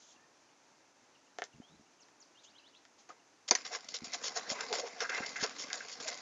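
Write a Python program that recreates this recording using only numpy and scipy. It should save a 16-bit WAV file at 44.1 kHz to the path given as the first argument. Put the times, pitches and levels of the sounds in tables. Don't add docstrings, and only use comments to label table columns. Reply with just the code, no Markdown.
import sys
import numpy as np
from scipy import signal
from scipy.fft import rfft, irfft
from scipy.io import wavfile
from scipy.ndimage import uniform_filter1d

SR = 44100
rng = np.random.default_rng(int(sys.argv[2]) if len(sys.argv) > 2 else 0)


def wav_out(sig):
    wavfile.write(sys.argv[1], SR, np.round(np.clip(np.atleast_2d(sig).T, -1, 1) * 32767).astype(np.int16))


N = 273861
TIME = np.arange(N) / SR

# time in seconds, drive level in dB before the shares below.
STEADY_SCRAPE = [(3.5, -51), (3.7, -55.5), (3.85, -53.5), (4.01, -58.5), (4.1, -49.5), (4.7, -45),
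                 (4.87, -49), (4.95, -51), (5.25, -43), (5.34, -48), (5.48, -43.5), (5.54, -48.5),
                 (5.78, -48), (5.96, -51.5), (6.12, -45.5), (6.2, -50)]
# time in seconds, height of the driving click in dB.
LOUD_SNAPS = [(3.5096, 2), (3.618, -26.5), (3.807, -26), (3.888, -18), (3.941, -15), (3.987, -23),
              (4.143, -13), (4.146, -17), (4.267, -15), (4.282, -11.5), (4.373, -16), (4.502, -12),
              (4.608, -13.5), (4.728, -12), (4.785, -15), (5.006, -16), (5.096, -16.5), (5.178, -14.5),
              (5.263, -16), (5.292, -18), (5.438, -11), (5.463, -15), (5.495, -20.5), (5.596, -19),
              (5.622, -19), (5.701, -21), (5.730, -7.5), (6.080, -12), (6.085, -13), (6.101, -20),
              (6.143, -20), (6.175, -22.5)]
# time in seconds, gain in dB.
HOLLOW_GAIN = [(3.7, -4), (4.15, -2.5), (4.38, 1), (4.85, 4), (5.1, 2), (5.45, -1), (5.75, -1.5),
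               (6.1, -3.5)]
# centre in Hz, width in Hz, relative level in dB.
RUMBLE_PEAKS = [(181, 260, -9.5), (272, 73, 0)]
HOLLOW_PEAKS = [(458, 72, 0.5), (598, 114, -3), (719, 73, 1.5), (1080, 176, -4)]
RASP_PEAKS = [(1050, 270, -5), (1618, 360, -2.5), (2055, 118, 3.5), (2460, 980, -7)]
GRIT_PEAKS = [(3150, 1620, -4), (3960, 430, 0.5), (4410, 390, -1.5), (4924, 143, 4.5), (5295, 400, 2.5),
              (5850, 520, 0), (6005, 170, 0), (6720, 430, -0.5), (7185, 120, 0)]
CRACKLE_PEAKS = [(3970, 570, -1), (4750, 330, 3), (5400, 400, -1.5), (6270, 260, -3.5), (6920, 160, -7)]
STEADY_START_S = 3.515
STEADY_LOW_DB, STEADY_FINE_DB, STEADY_COARSE_DB, STEADY_RUMBLE_DB = -5, -5.5, -7.5, -15
SNAP_RASP_DB = -12.5


def scraping():
    steady = level(STEADY_SCRAPE) * (TIME > STEADY_START_S)
    slip = scratches()
    snaps = clicks(LOUD_SNAPS)
    low_force, low_onset = contact(index=0)
    grit_force, grit_onset = contact(index=1)
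    low_force = np.hypot(low_force, from_db(STEADY_LOW_DB) * steady)
    grit_force = np.hypot(grit_force, from_db(STEADY_FINE_DB) * steady)

    hollow = level(HOLLOW_GAIN) * (low_force * slip * grains(5000, 1.9) + low_onset) + crush(index=0)
    rasp = low_force * slip * grains(3500, 2.7) + low_onset + from_db(SNAP_RASP_DB) * snaps + crush(index=1)
    grit = grit_force * slip * grains(5000, 3.1) + grit_onset + snaps + crush(index=2)
    crackle = from_db(STEADY_COARSE_DB) * steady * slip * grains(1100, 3.8)
    rumble = from_db(STEADY_RUMBLE_DB) * steady * slip * grains(600, 3.8)
    return (resonate(rumble, RUMBLE_PEAKS, [80, 380], wander_db=1.5)
            + resonate(hollow, HOLLOW_PEAKS, [280, 1250], wander_db=2.5)
            + resonate(rasp, RASP_PEAKS, [1000, 2800], wander_db=2.0)
            + resonate(grit, GRIT_PEAKS, [2900, 8500], wander_db=2.0)
            + resonate(crackle, CRACKLE_PEAKS, [3600, 8500], wander_db=3.0))


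# time in seconds, hold in seconds,
# drive of the hollow and rasping parts in dB, drive of the gritty part in dB.
SWELLING_SCUFFS = [(3.482, 0.0048, -49, -36), (3.733, 0.027, -42.5, -38.5), (3.946, 0.0086, -48.5, -34),
                   (4.135, 0.01, -43, -37), (4.25, 0.027, -46.5, -37), (4.365, 0.017, -41, -35.5),
                   (4.499, 0.015, -42, -35), (4.536, 0.044, -49.5, -52), (4.748, 0.01, -45.5, -36.5),
                   (4.778, 0.019, -45.5, -38.5), (4.867, 0.0096, -55, -49.5), (5.152, 0.051, -44.5, -43.5),
                   (5.41, 0.016, -48, -36), (5.433, 0.0091, -33.5, -32), (5.599, 0.028, -51.5, -40.5),
                   (5.919, 0.0076, -53, -40.5), (6.076, 0.0059, -43.5, -39), (6.109, 0.029, -52, -52)]
# time in seconds, 60 dB decay in seconds,
# drive of the hollow and rasping parts in dB, drive of the gritty part in dB.
ABRUPT_SCUFFS = [(3.571, 0.24, -48, -47), (3.651, 0.24, -49, -41.5), (3.886, 0.21, -55.5, -43.5),
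                 (4.043, 0.29, -52.5, -43.5), (4.238, 0.31, -51, -39.5), (4.606, 0.11, -41, -36),
                 (4.727, 0.25, -37, -32), (5.005, 0.21, -39.5, -34.5), (5.095, 0.13, -42.5, -43),
                 (5.261, 0.11, -54, -37), (5.36, 0.16, -58, -43.5), (5.730, 0.43, -49, -40),
                 (5.885, 0.19, -49, -41.5), (6, 0.4, -49.5, -42.5)]
SWELL_ATTACK_SHARE, SWELL_T60_S = 0.61, 0.088
ABRUPT_ATTACK_S, ONSET_DB = 0.00065, 15.5


def contact(index):
    swelling = [(s, SWELL_ATTACK_SHARE * hold, hold, SWELL_T60_S, db[index]) for s, hold, *db in SWELLING_SCUFFS]
    abrupt = [(s, ABRUPT_ATTACK_S, 0, t60, db[index]) for s, t60, *db in ABRUPT_SCUFFS]
    onsets = clicks([(s, db[index] + ONSET_DB) for s, _, *db in ABRUPT_SCUFFS])
    return pressure(swelling + abrupt), onsets


SLIPS_PER_S, SLIP_FADE_S, SLIP_DB = 140, 0.002, 7


def scratches():
    slips = (rng.random(N) < SLIPS_PER_S / SR) * rng.random(N)
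    fading = signal.lfilter([1], [1, -np.exp(-1 / (SLIP_FADE_S * SR))], slips + 1e-18)
    return rms_one(np.hypot(1, from_db(SLIP_DB) * np.sqrt(fading)))


# time in seconds, rise in seconds, 60 dB decay in seconds, drive of the hollow,
# rasping and gritty resonances in dB, drive of the modal ring in dB, contact hardness as a low-pass in Hz.
HARD_KNOCKS = [(3.090, 0.00049, 0.2, -51, -55.5, -57.5, -49.5, 1500),
               (3.5098, 0.00012, 0.022, -46, -29, -21.5, -18.5, 6950),
               (3.513, 0.00057, 0.092, -28.5, -32.5, -29, -12, 900),
               (3.5514, 0.0015, 0.049, -46, -30, -29.5, -31, 6000)]


def crush(index):
    force = pressure([(s, rise, 0, t60, db[index]) for s, rise, t60, *db in HARD_KNOCKS])
    return force * rng.choice([-1, 1], N)


# frequency in Hz, relative level in dB, 60 dB decay in seconds.
KNOCK_MODES = [(235, -18.5, 0.046), (370, -16.5, 0.062), (552, -15.5, 0.05), (728, -7.5, 0.055),
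               (986, -10, 0.048), (1120, -13.5, 0.054), (1330, -16.5, 0.053), (1770, -16, 0.045),
               (2410, -10.5, 0.034), (4380, -1.5, 0.026), (4770, 0, 0.035), (6100, 3, 0.035),
               (6400, 9, 0.023)]
# time in seconds, pitch in Hz, 60 dB decay in seconds, level of the ring in dB.
PITCHED_TOCKS = [(3.1035, 1243, 0.044, -37.5), (3.5515, 5960, 0.031, -20.5), (3.553, 1886, 0.045, -27)]


def knocks():
    blows = 0
    for s, *_, ring_db, hard_hz in HARD_KNOCKS:
        blows = blows + cut(clicks([(s, ring_db)]), hard_hz, "low", order=1)
    modes = 0
    for k, (hz, db, t60) in enumerate(KNOCK_MODES):
        modes = modes + (-1) ** k * from_db(db) * ring(blows, hz, t60)
    tocks = sum(ring(clicks([(s, db)]), hz, t60) for s, hz, t60, db in PITCHED_TOCKS)
    return cut(modes + tocks, 190, "high")


# time in seconds, hold in seconds, drive level in dB.
RASPING_CREAKS = [(4.585, 0.029, -40), (5.002, 0.01, -33.5), (5.027, 0.027, -39), (5.0925, 0.0048, -30.5),
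                  (5.118, 0.063, -39), (5.176, 0.0027, -34), (5.22, .012, -36.5), (5.358, .004, -34.5),
                  (5.384, 0.052, -41), (5.7, 0.003, -40), (5.729, 0.0085, -43), (5.802, 0.0056, -43.5)]
# centre in Hz, width in Hz, relative level in dB.
CREAK_PEAKS = [(1280, 190, -3.5), (1600, 140, 0.5), (2074, 120, 0.5), (2700, 99, -9)]
CREAK_ATTACK_S, CREAK_T60_S = 0.0008, 0.097


def creak():
    force = pressure([(s, CREAK_ATTACK_S, hold, CREAK_T60_S, db) for s, hold, db in RASPING_CREAKS])
    return resonate(force * grains(1500, 1.2), CREAK_PEAKS, [1200, 2800], wander_db=2.5)


# time in seconds, pitch in Hz, level in dB.
LOW_GROANS = [(3.711, 704, -44), (4.364, 710, -38.5), (4.706, 484, -39.5), (4.718, 469, -37),
              (4.783, 489, -38), (4.835, 480, -36), (5.021, 474, -42), (5.436, 451, -36.5),
              (6.058, 633, -43)]
GROAN_ATTACK_S, GROAN_HOLD_S, GROAN_T60_S = 0.0036, 0.0088, 0.1
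GROAN_WIDTH_HZ, GROAN_UPPER_RATIO, GROAN_UPPER_DB = 29, 1.47, -10.5


def groan():
    slips = grains(1100, 0.8)
    out = 0
    for s, hz, db in LOW_GROANS:
        force = pressure([(s, GROAN_ATTACK_S, GROAN_HOLD_S, GROAN_T60_S, db)])
        for centre, gain in ((hz, 1), (hz * GROAN_UPPER_RATIO, from_db(GROAN_UPPER_DB))):
            tone = signal.lfilter(*signal.iirpeak(centre, centre / GROAN_WIDTH_HZ, fs=SR), slips)
            local_power = np.abs(uniform_filter1d(tone ** 2, size=600))
            out = out + gain * force * tone / np.sqrt(local_power + 1e-9)
    return cut(out, [340, 900], "band", order=3)


# time in seconds, drive in dB at the low, middle and high register.
DRY_CLACKS = [(1.386, -28, -33, -32), (1.4199, -27, -25, -34.5), (1.4397, -52, -48, -28.5),
              (1.618, -49, -54.5, -65), (2.085, -60, -56, -53), (2.678, -63, -56, -59),
              (2.852, -57, -49, -46)]
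REGISTERS_HZ = [650, 1850, 5400]
# frequency in Hz, relative level in dB, 60 dB decay in seconds.
DRY_MODES = [(480, -3, 0.017), (724, -2.5, 0.024), (1410, 2, 0.0054), (1837, -3, 0.019), (2120, -6.5, 0.02),
             (3200, 2.5, 0.0027), (6000, 5.5, 0.0013)]


def clacks():
    hits = 0
    for k, (hz, mode_db, t60) in enumerate(DRY_MODES):
        blows = clicks([(s, mode_db + np.interp(hz, REGISTERS_HZ, db)) for s, *db in DRY_CLACKS])
        hits = hits + (-1) ** k * ring(blows, hz, t60)
    return cut(scatter(hits, delay=0.0023, t60=0.093, wet_db=-5.0), 290, "high")


# time in seconds, height of the driving click in dB.
MIC_BUMPS = [(1.583, -45), (1.600, -34), (1.795, -46), (1.809, -49), (3.514, -31.5), (4.020, -34),
             (4.033, -36.5), (4.072, -42), (4.516, -31.5), (4.722, -45), (5.204, -29), (5.426, -28.5),
             (6.005, -44)]
# time in seconds, hold in seconds, drive level in dB.
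FINGER_SHIFTS = [(1.543, 0.015, -74.5), (1.7, 0.069, -81.5)]


def bumps():
    fumble = pressure([(s, 0.004, hold, 0.1, db) for s, hold, db in FINGER_SHIFTS]) * grains(600, 1.3)
    swing = ring(clicks(MIC_BUMPS), hz=245, t60=0.029) + from_db(6.5) * ring(fumble, hz=207, t60=0.016)
    return cut(cut(swing, 560, "low", order=3), 150, "high", order=1)


# time in seconds, level in dB.
BIRD_PEEPS = [(.153, -69), (.485, -76), (1.149, -61.5), (1.264, -66), (1.524, -65.5), (1.858, -70),
              (1.991, -63.5), (2.586, -60), (2.74, -61), (3.19, -66)]
# time in seconds, level in dB.
BIRD_CHIRPS = [(2.001, -58), (2.199, -54.5)]


def bird():
    peeps = whistle(BIRD_PEEPS, length=0.018, start_hz=3300, end_hz=2640, bend=0.48)
    low_note = whistle([(0.172, -66.5)], length=0.1, start_hz=1706, end_hz=1850, bend=0.94)
    long_rise = whistle([(1.612, -63.5)], length=0.156, start_hz=2880, end_hz=4150, bend=0.88)
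    chirps = whistle(BIRD_CHIRPS, length=0.042, start_hz=7400, end_hz=3960, bend=0.88)
    trilled = whistle(trill(count=4), length=0.078, start_hz=2760, end_hz=5150, bend=1.75)
    short_rise = whistle([(2.728, -61)], length=0.052, start_hz=2850, end_hz=4620, bend=1.7)
    song = (peeps + low_note + long_rise * from_db(4.9 * drift(55)) + chirps + trilled
            + short_rise * from_db(4.5 * drift(900)))
    return scatter(song * from_db(3.5 * drift(330)), delay=0.011, t60=0.3, wet_db=-8)


TRILL_S, TRILL_PERIOD_S, TRILL_DB = 2.348, 0.0925, -61.5


def trill(count):
    return [(TRILL_S + k * TRILL_PERIOD_S, TRILL_DB) for k in range(count)]


WAVER_S, WAVERS_PER_S = 0.004, 1000


def whistle(notes, length, start_hz, end_hz, bend):
    u, out = np.linspace(0, 1, int(length * SR)), np.zeros(N)
    for s, db in notes:
        hz = start_hz + (end_hz - start_hz) * u ** bend
        hz = hz + WAVER_S * np.gradient(hz) * SR * u * drift(WAVERS_PER_S)[:len(u)]
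        swell = np.sqrt(np.abs(np.sin(np.pi * u)))
        out[round(s * SR):][:len(u)] += from_db(db) * swell * np.sin(2 * np.pi * np.cumsum(hz) / SR)
    return out


# frequency in Hz, relative level per Hz in dB.
AIR_SPECTRUM = [(18, -68.5), (30, -34.5), (141, -12), (173, -13.5), (287, -3.5), (445, -8), (909, -6),
                (1070, -8.5), (2390, -14.5), (3460, -20), (6150, -13.5), (7400, -22.5), (9620, -43),
                (16300, -120)]
# time in seconds, hold in seconds, level in dB.
HISS_SWELLS = [(0, 0.13, -62), (2.443, 0.0086, -57), (2.99, 0.016, -63)]
AIR_DB, HISS_FLOOR_DB = -64.5, -76


def air():
    hz, db = np.transpose(AIR_SPECTRUM)
    colour = from_db(np.interp(np.log(np.fft.rfftfreq(N, 1 / SR) + 1), np.log(hz), db))
    hush = rms_one(irfft(rfft(rng.standard_normal(N)) * colour, N)) * from_db(0.5 * drift(33))
    hiss_peaks = [(3230, 890, -7.0), (5200, 2400, -7.5), (6660, 1000, -2.5)]  # Hz, width Hz, dB
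    hiss = resonate(rng.standard_normal(N), hiss_peaks, [2950, 7800], wander_db=1.3)
    swells = pressure([(s, 0.008, hold, 0.08, db) for s, hold, db in HISS_SWELLS])
    return from_db(AIR_DB) * hush + (from_db(HISS_FLOOR_DB) + swells) * hiss


def from_db(db):
    return 10 ** (np.asarray(db) / 20)


def rms_one(x):
    return x / np.sqrt(np.mean(x ** 2) + 1e-20)


def level(rows):
    return from_db(np.interp(TIME, *np.transpose(rows)))


def cut(x, hz, kind, order=2):
    return signal.sosfilt(signal.butter(order, hz, kind, fs=SR, output="sos"), x + 1e-18)


def clicks(rows):
    out = np.zeros(N)
    for s, db in rows:
        out[round(s * SR)] += from_db(db)
    return out


def drift(rate):
    knots = rng.standard_normal(8000)
    return rms_one(np.interp(TIME * rate, np.arange(len(knots)), knots))


def ring(x, hz, t60):
    r, w = from_db(-60 / (t60 * SR)), 2 * np.pi * hz / SR
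    return signal.lfilter([0, np.sin(w)], [1, -2 * r * np.cos(w), r * r], x + 1e-18)


def grains(per_s, spread_db):
    sizes = from_db(spread_db * np.minimum(rng.exponential(1, N), 4)) * rng.choice([-1, 1], N)
    return rms_one((rng.random(N) < per_s / SR) * sizes)


def pressure(touches):
    power = np.zeros(N)
    for s, attack, hold, t60, db in touches:
        near = slice(max(0, int((s - 3 * attack) * SR)), int((s + hold + t60) * SR))
        age = TIME[near] - s
        swell = np.exp(-(age / attack) ** 2)
        decay = from_db(-60 * np.maximum(age - hold, 0) / t60)
        power[near] += (from_db(db) * np.where(age < 0, swell, decay)) ** 2
    return np.sqrt(power)


def resonate(drive, peaks, band_hz, wander_db):
    out, response = 0, 0
    for k, (hz, width, db) in enumerate(peaks):
        r = np.exp(-np.pi * width / SR)
        zeros = (-1) ** k * from_db(db) * (1 - r * r) * np.array([1, 0, -1])
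        poles = [1, -2 * r * np.cos(2 * np.pi * hz / SR), r * r]
        response = response + signal.lfilter(zeros, poles, signal.unit_impulse(SR // 10))
        share = rms_one(from_db(wander_db * drift(32)))
        out = out + signal.lfilter(zeros, poles, drive + 1e-18) * share
    return cut(out, band_hz, "band", order=3) / np.linalg.norm(cut(response, band_hz, "band", order=3))


def scatter(x, delay, t60, wet_db):
    cloud = rng.standard_normal(SR // 2) * pressure([(delay, delay / 3, 0, t60, 0)])[:SR // 2]
    return x + from_db(wet_db) * signal.fftconvolve(x, cloud / np.linalg.norm(cloud))[:N]


def scene():
    return (scraping() + knocks() + creak() + groan() + clacks() + bumps() + bird() + air())[None]


# centre in Hz, width in Hz, gain in dB.
HOUSING_PEAKS = [(2067, 33, 0.5), (2585, 350, 2), (6110, 60, 4)]


def housing(x):
    for hz, width, db in HOUSING_PEAKS:
        x = x + (from_db(db) - 1) * signal.lfilter(*signal.iirpeak(hz, hz / width, fs=SR), x)
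    return x


BAND_HZ, CUTOFF_HZ = 7490, 13500


def record(dry):
    band_filter = signal.ellip(8, 0.3, 34, BAND_HZ, fs=SR, output="sos")
    narrow = signal.sosfilt(band_filter, from_db(-2.5) * housing(dry))
    upper_overtones = from_db(-40.0) * cut(cut(np.abs(narrow), BAND_HZ, "high", order=6), 17000, "low")
    steady_hiss = from_db(-78.0) * cut(rng.standard_normal(N), [4000, 9000], "band")
    top_filter = signal.cheby2(12, 50, CUTOFF_HZ, fs=SR, output="sos")
    return signal.sosfilt(top_filter, narrow + upper_overtones + steady_hiss)


dry = scene()
out = record(dry)
wav_out(out)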